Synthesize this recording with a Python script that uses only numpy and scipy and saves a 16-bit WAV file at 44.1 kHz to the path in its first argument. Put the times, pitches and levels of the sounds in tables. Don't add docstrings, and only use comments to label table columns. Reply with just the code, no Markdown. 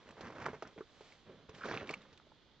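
import sys
import numpy as np
from scipy import signal
from scipy.fft import rfft, irfft
from scipy.io import wavfile

SR = 44100
rng = np.random.default_rng(int(sys.argv[2]) if len(sys.argv) > 2 else 0)


def generate_wav(signal):
    frames = np.transpose(np.atleast_2d(signal))
    scaled = np.clip(frames, -1, 1) * 32767
    pcm = np.round(scaled).astype(np.int16)
    wavfile.write(sys.argv[1], SR, pcm)


N = 114660
TIME = np.arange(N) / SR

# (frequency [Hz], density [dB per Hz])
AIR_COLOUR = [(25, 3), (300, -2.5), (750, -11), (1900, -14.5), (2600, -19), (3350, -8.5), (4300, -14.5),
              (5500, -25), (6700, -28), (8000, -63.5)]
# (frequency [Hz], likeness [0-1])
AIR_LIKENESS = [(30, 0), (120, 0.8), (1000, 0.89), (3000, 0.7), (8000, 0.2)]
NEAR_LIKENESS = [(300, 1), (2000, 0.96), (7000, 0.61)]
WALL_CUT_HZ = 990
WALL_COLOUR = [(200, 1), (WALL_CUT_HZ, -5), (8000, -18)]
# (time [s], level [dB])
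RUSTLE_SCRATCH_LEVEL = [(0, -70.5), (.85, -71.5), (1.08, -62), (1.24, -72.5), (1.53, -79), (1.555, -61),
                        (1.8, -73.5), (2.15, -75.5), (2.6, -80)]
# (frequency [Hz], density [dB per Hz])
RUSTLE_SCRATCH_COLOUR = [(120, -9), (500, 1), (4200, -7), (8000, -15)]
# (frequency [Hz], density [dB per Hz])
DUST_COLOUR = [(300, -17.0), (2500, 5), (6300, -4.5), (8000, -5)]
# (time [s], level [dB], pitch [Hz])
SNAPS = [(0.089, -40, 2800), (0.108, -39, 2600), (0.462, -29, 6080), (0.6739, -38.5, 5600),
         (1.122, -42.5, 2190), (1.548, -36, 3070), (1.657, -31.5, 3770), (1.872, -35.5, 3650),
         (1.908, -26, 4430), (2.018, -41, 3660), (2.175, -40, 3850)]
# (time [s], level [dB])
CLINKS = [(1.892, -30.5), (1.935, -41.5), (1.939, -30)]
# (frequency [Hz], relative level [dB], t60 [s])
CLINK_MODES = [(1160, -7.5, 0.023), (2314, 3, 0.019), (2464, -4.5, 0.019), (2710, -7, 0.031),
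               (4400, -19, 0.032), (7500, -11, 0.0072)]
# (time [s], level [dB], pitch [Hz], decay [s])
DRAGS = [(0.649, -46.5, 1280, 0.0084), (.761, -53.5, 434, .025), (.808, -50.5, 1230, 0.01),
         (1.293, -50.5, 457, 0.03), (1.609, -44.5, 1420, 0.013), (1.634, -37.5, 1400, 0.0096),
         (1.684, -43.5, 1530, 0.023), (1.956, -55.5, 198, 0.045)]
# (time [s], ring level [dB], pitch [Hz])
PLAIN_KNOCKS = [(.301, -39, 950), (.6275, -37, 658), (1.634, -47, 1355), (1.732, -31, 1900),
                (1.813, -37.5, 600), (2.059, -56.5, 1030), (2.199, -46.5, 1330), (2.269, -53.5, 597),
                (2.319, -49, 900)]
# (multiple of its pitch [ratio], relative level [dB], t60 [cycles])
STONE_MODES = [(0.681, -2, 9.5), (1.001, 5.5, 11), (1.448, -5, 16.6)]
# (time [s], ring level [dB], pitch [Hz], thud level [dB], crack level [dB])
KNOCKS = [(.169, -46.5, 910, -49.5, -72), (0.208, -67, 716, -41.5, -47), (0.457, -28.5, 1610, -50, -49),
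          (0.4624, -21, 1313, -48, -75), (.468, -27, 1030, -40, -77), (.484, -31, 1420, -34, -83),
          (0.532, -43.5, 770, -37.5, -64), (0.541, -39, 990, -45, -64), (0.6231, -30.5, 1280, -35, -49),
          (0.785, -42.5, 2180, -40, -61.5), (0.807, -43, 1490, -33, -65), (1.0078, -46.5, 874, -44, -60.5),
          (1.493, -50, 1020, -46, -54), (1.7119, -24.5, 1570, -35, -57), (1.738, -29.5, 1190, -44, -58),
          (1.774, -20, 2460, -53, -60), (1.829, -43, 605, -34.5, -67), (1.902, -35, 1017, -35, -55),
          (1.909, -36, 1230, -43, -63), (2.128, -52, 1740, -66, -56.5)]
# (frequency [Hz], density [dB per Hz])
CRACK_COLOUR = [(100, 1), (500, -3.5), (3200, -6.5), (6300, -12), (8000, -26.5)]
# (time [s], level [dB])
THUMPS = [(.22, -59), (.43, -57), (1.485, -57.5), (1.813, -53.5), (2.114, -60)]
# (frequency [Hz], density [dB per Hz])
THUMP_COLOUR = [(25, -17), (70, 7), (150, -7.5), (700, -63)]
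# (time [s], level [dB], attack [s], decay [s])
TREADS = [(.25, -61, 0.014, 0.037), (.46, -51.5, 0.014, 0.037), (.531, -42.5, 0.0037, 0.0091),
          (0.777, -45, 0.0013, 0.014), (1.253, -54.5, 0.016, 0.13), (1.486, -51.5, 0.0018, 0.025),
          (1.539, -52, 0.0023, 0.017), (1.806, -46, 0.0038, 0.063)]
# (frequency [Hz], density [dB per Hz])
TREAD_COLOUR = [(50, -14.5), (185, 1.5), (290, -5), (460, -3), (750, -14), (1300, -14.5), (3000, -24),
                (8000, -59.5)]
# (time [s], level [dB])
STEP_ONE = [(0, -65), (.05, -64), (.1, -54.5), (.163, -67), (.18, -55), (.245, -51), (.27, -46.5),
            (.295, -52), (.346, -55), (.354, -50), (.385, -49.5), (.425, -46), (.49, -47), (.525, -56.5),
            (.555, -53.5), (.6, -68.5), (.645, -59), (.665, -54.5), (.74, -71.5)]
STEP_TWO = [(1.53, -62.5), (1.6, -58.5), (1.635, -51.5), (1.658, -43.5), (1.68, -46.5), (1.688, -43.5),
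            (1.74, -44), (1.81, -48.5), (1.865, -58.5), (1.9, -46), (1.96, -60.5), (2.22, -75)]
# (frequency [Hz], density [dB per Hz])
GRIT_ONE = [(40, -45.5), (80, -1), (210, 2), (550, -1.5), (760, -6.5), (1000, -4.5), (2000, -9.5),
            (3800, -25.5), (6000, -26), (8000, -39)]
GRIT_TWO = [(50, -18), (110, -2.5), (190, 2.5), (280, -1), (480, 1.5), (780, -7), (1480, -4.5),
            (2200, -9.5), (4000, -16.5), (6500, -23), (8000, -43)]

AIR_DB, TUNNEL_DB, TUNNEL_T60_S = -67, -15.5, 0.1
LEFT_DB, RIGHT_DB, LEFT_LAG_S = -1.1, 1.0, .000035
CUTOFF_HZ = 8300
CONTACT_S = 0.00089
SNAP_CYCLES = 18
DRAG_WIDTH_OCTAVES = 0.39
THUD_HZ, THUD_SPREAD = 412, .04
THUD_T60_S, THUD_ATTACK_S, CRACK_DECAY_S = 0.03, 0.0012, 0.0094
CHIP_GAP_S, CHIP_HZ = .009, (600, 2600)
CHIP_DB, CHIP_RANGE_DB = 4, 6
SLIP_GAP_S, SLIP_DECAY_S = (.007, .022), .006


def from_db(db):
    return 10 ** (np.asarray(db) / 20)


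def rms_one(x):
    return x / np.sqrt(np.mean(x ** 2) + 1e-20)


def level(rows):
    s, db = np.transpose(rows)
    return from_db(np.interp(TIME, s, db, left=-120, right=-120))


def at_hz(points, hz):
    f, v = np.transpose(points)
    return np.interp(np.log(hz + 1), np.log(f), v)


def coloured(pair, colour, likeness):
    hz = np.arange(N // 2 + 1) * SR / N
    bass_loss = hz / (hz + 10)
    mid, side = rfft(pair) * from_db(at_hz(colour, hz)) * bass_loss
    alike = np.clip(at_hz(likeness, hz), -1, 1)
    stereo = np.sqrt(1 + alike) * mid + np.sqrt(1 - alike) * side * [[1], [-1]]
    return rms_one(irfft(stereo * (hz < CUTOFF_HZ), N))


def noise(colour, likeness):
    return coloured(rng.standard_normal((2, N)), colour, likeness)


def fractures(per_s, spread_db):
    sizes = from_db(spread_db * np.minimum(rng.exponential(1, (2, N)), 3))
    signs = rng.choice([-1, 1], (2, N))
    return sizes * signs * (rng.random((2, N)) < per_s / SR)


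def grains(colour, per_s, spread_db):
    return coloured(fractures(per_s, spread_db), colour, NEAR_LIKENESS)


def burst(s, attack_s, decay_s):
    age = np.maximum(TIME - s, 0)
    return (1 - np.exp(-age / attack_s)) * np.exp(-np.minimum(age / decay_s, 50))


def ring(s, hz, t60, attack_s):
    return burst(s, attack_s, t60 / np.log(1000)) * np.sin(2 * np.pi * hz * (TIME - s))


def stone(s, db, hz):
    out = 0
    for ratio, mode_db, cycles in STONE_MODES:
        mode_hz = hz * ratio
        out = out + from_db(db + mode_db) * ring(s, mode_hz, cycles / mode_hz, CONTACT_S)
    return out


def air():
    return from_db(AIR_DB) * noise(AIR_COLOUR, AIR_LIKENESS) * from_db([[-2], [2]])


def tunnel(x):
    tail = noise(WALL_COLOUR, NEAR_LIKENESS)
    tail = tail * burst(0.0032, attack_s=0.0016, decay_s=TUNNEL_T60_S / np.log(1000))
    tail = tail / np.sqrt(np.sum(tail ** 2) * SR / (8 * WALL_CUT_HZ))
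    return from_db(TUNNEL_DB) * signal.fftconvolve(x, tail, axes=1)[:, :N]


def rustle_and_scratch():
    return level(RUSTLE_SCRATCH_LEVEL) * grains(RUSTLE_SCRATCH_COLOUR, per_s=7000, spread_db=-2.5)


def dust(touches):
    crush = sum(from_db(db - 16.0) * burst(s, CONTACT_S, decay_s=0.0044) for s, db, *_ in touches)
    return crush * grains(DUST_COLOUR, per_s=11000, spread_db=2)


def snaps():
    return sum(from_db(db) * ring(s, hz, SNAP_CYCLES / hz, CONTACT_S) for s, db, hz in SNAPS)


def clinks():
    out = 0
    for s, db in CLINKS:
        for hz, mode_db, t60 in CLINK_MODES:
            out = out + from_db(db + mode_db) * ring(s, hz, t60, CONTACT_S)
    return out


def drags():
    out, half = 0, 2 ** (DRAG_WIDTH_OCTAVES / 2)
    for s, db, hz, decay in DRAGS:
        resonance = signal.butter(2, [hz / half, hz * half], "band", fs=SR, output="sos")
        chatter = signal.sosfilt(resonance, fractures(per_s=2800, spread_db=4)[0])
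        out = out + from_db(db) * burst(s, CONTACT_S, decay) * rms_one(chatter)
    return out


def plain_knocks():
    return sum(stone(s, db, hz) for s, db, hz in PLAIN_KNOCKS)


def knocks():
    rings = thuds = cracks = 0
    for s, ring_db, hz, thud_db, crack_db in KNOCKS:
        rings = rings + stone(s, ring_db, hz)
        thud_hz = THUD_HZ * np.exp(THUD_SPREAD * rng.normal())
        thuds = thuds + from_db(thud_db + 2.5) * ring(s, thud_hz, THUD_T60_S, THUD_ATTACK_S)
        cracks = cracks + from_db(crack_db) * burst(s, attack_s=0.0002, decay_s=CRACK_DECAY_S)
    return rings - thuds + cracks * grains(CRACK_COLOUR, per_s=9800, spread_db=2)


def thumps():
    weight = sum(from_db(db) * burst(s, attack_s=0.0032, decay_s=0.027) for s, db in THUMPS)
    return weight * noise(THUMP_COLOUR, NEAR_LIKENESS)


def treads():
    weight = sum(from_db(db) * burst(s, attack, decay) for s, db, attack, decay in TREADS)
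    return weight * grains(TREAD_COLOUR, per_s=1200, spread_db=-1.0)


def slips():
    gaps = rng.uniform(*SLIP_GAP_S, int(N / SR / SLIP_GAP_S[0]))
    starts = np.cumsum(np.r_[0, gaps])
    age = TIME - starts[np.searchsorted(starts, TIME, side="right") - 1]
    return rms_one(.5 + np.exp(-age / SLIP_DECAY_S))


def chips(step):
    out, age = np.zeros(N), TIME[:SR // 100]
    low, high = CHIP_HZ
    for k, s in enumerate(np.arange(step[0][0], step[-1][0], CHIP_GAP_S)):
        late, pitch, size = rng.random(3)
        hz = low * (high / low) ** pitch
        start = int((s + late * CHIP_GAP_S) * SR)
        click = np.exp(-age * hz) * np.sin(2 * np.pi * hz * age)
        out[start:start + len(age)] += (-1) ** k * from_db(CHIP_DB + CHIP_RANGE_DB * size) * click
    return out


def gravel(colour, per_s, spread_db, clump_db):
    edges, out = np.geomspace(40, 9000, 15), 0
    knots = np.arange(0, N / SR, .012)
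    for low, high in zip(edges, edges[1:]):
        plenty = np.sqrt(high / 1000)
        clumps = from_db(clump_db * np.interp(TIME, knots, rng.uniform(-1, 1, len(knots))))
        band = signal.butter(2, [low, high], "band", fs=SR, output="sos")
        clicks = rms_one(fractures(per_s * plenty, spread_db))
        out = out + signal.sosfilt(band, clumps * clicks + 1e-18)
    return coloured(out, colour, NEAR_LIKENESS)


def scuffs():
    grit_one = gravel(GRIT_ONE, per_s=1200, spread_db=3.5, clump_db=2.5) * slips()
    grit_two = gravel(GRIT_TWO, per_s=900, spread_db=3.0, clump_db=5.0) * slips()
    first = level(STEP_ONE) * (grit_one + chips(STEP_ONE))
    second = level(STEP_TWO) * (grit_two + chips(STEP_TWO))
    return first + second


def scene():
    stones = dust(SNAPS + CLINKS) + snaps() + clinks() + drags() + plain_knocks() + knocks()
    feet = stones + thumps() + treads() + scuffs()
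    left, right = feet + tunnel(feet) + rustle_and_scratch()
    late_left = np.interp(TIME - LEFT_LAG_S, TIME, left)
    near = np.array([from_db(LEFT_DB) * late_left, from_db(RIGHT_DB) * right])
    return air() + near


def record(dry):
    soft = signal.sosfilt(signal.butter(8, 7400, fs=SR, output="sos"), dry)
    return signal.sosfilt(signal.ellip(10, .2, 70, CUTOFF_HZ, fs=SR, output="sos"), soft)


dry = scene()
out = record(dry)
generate_wav(out)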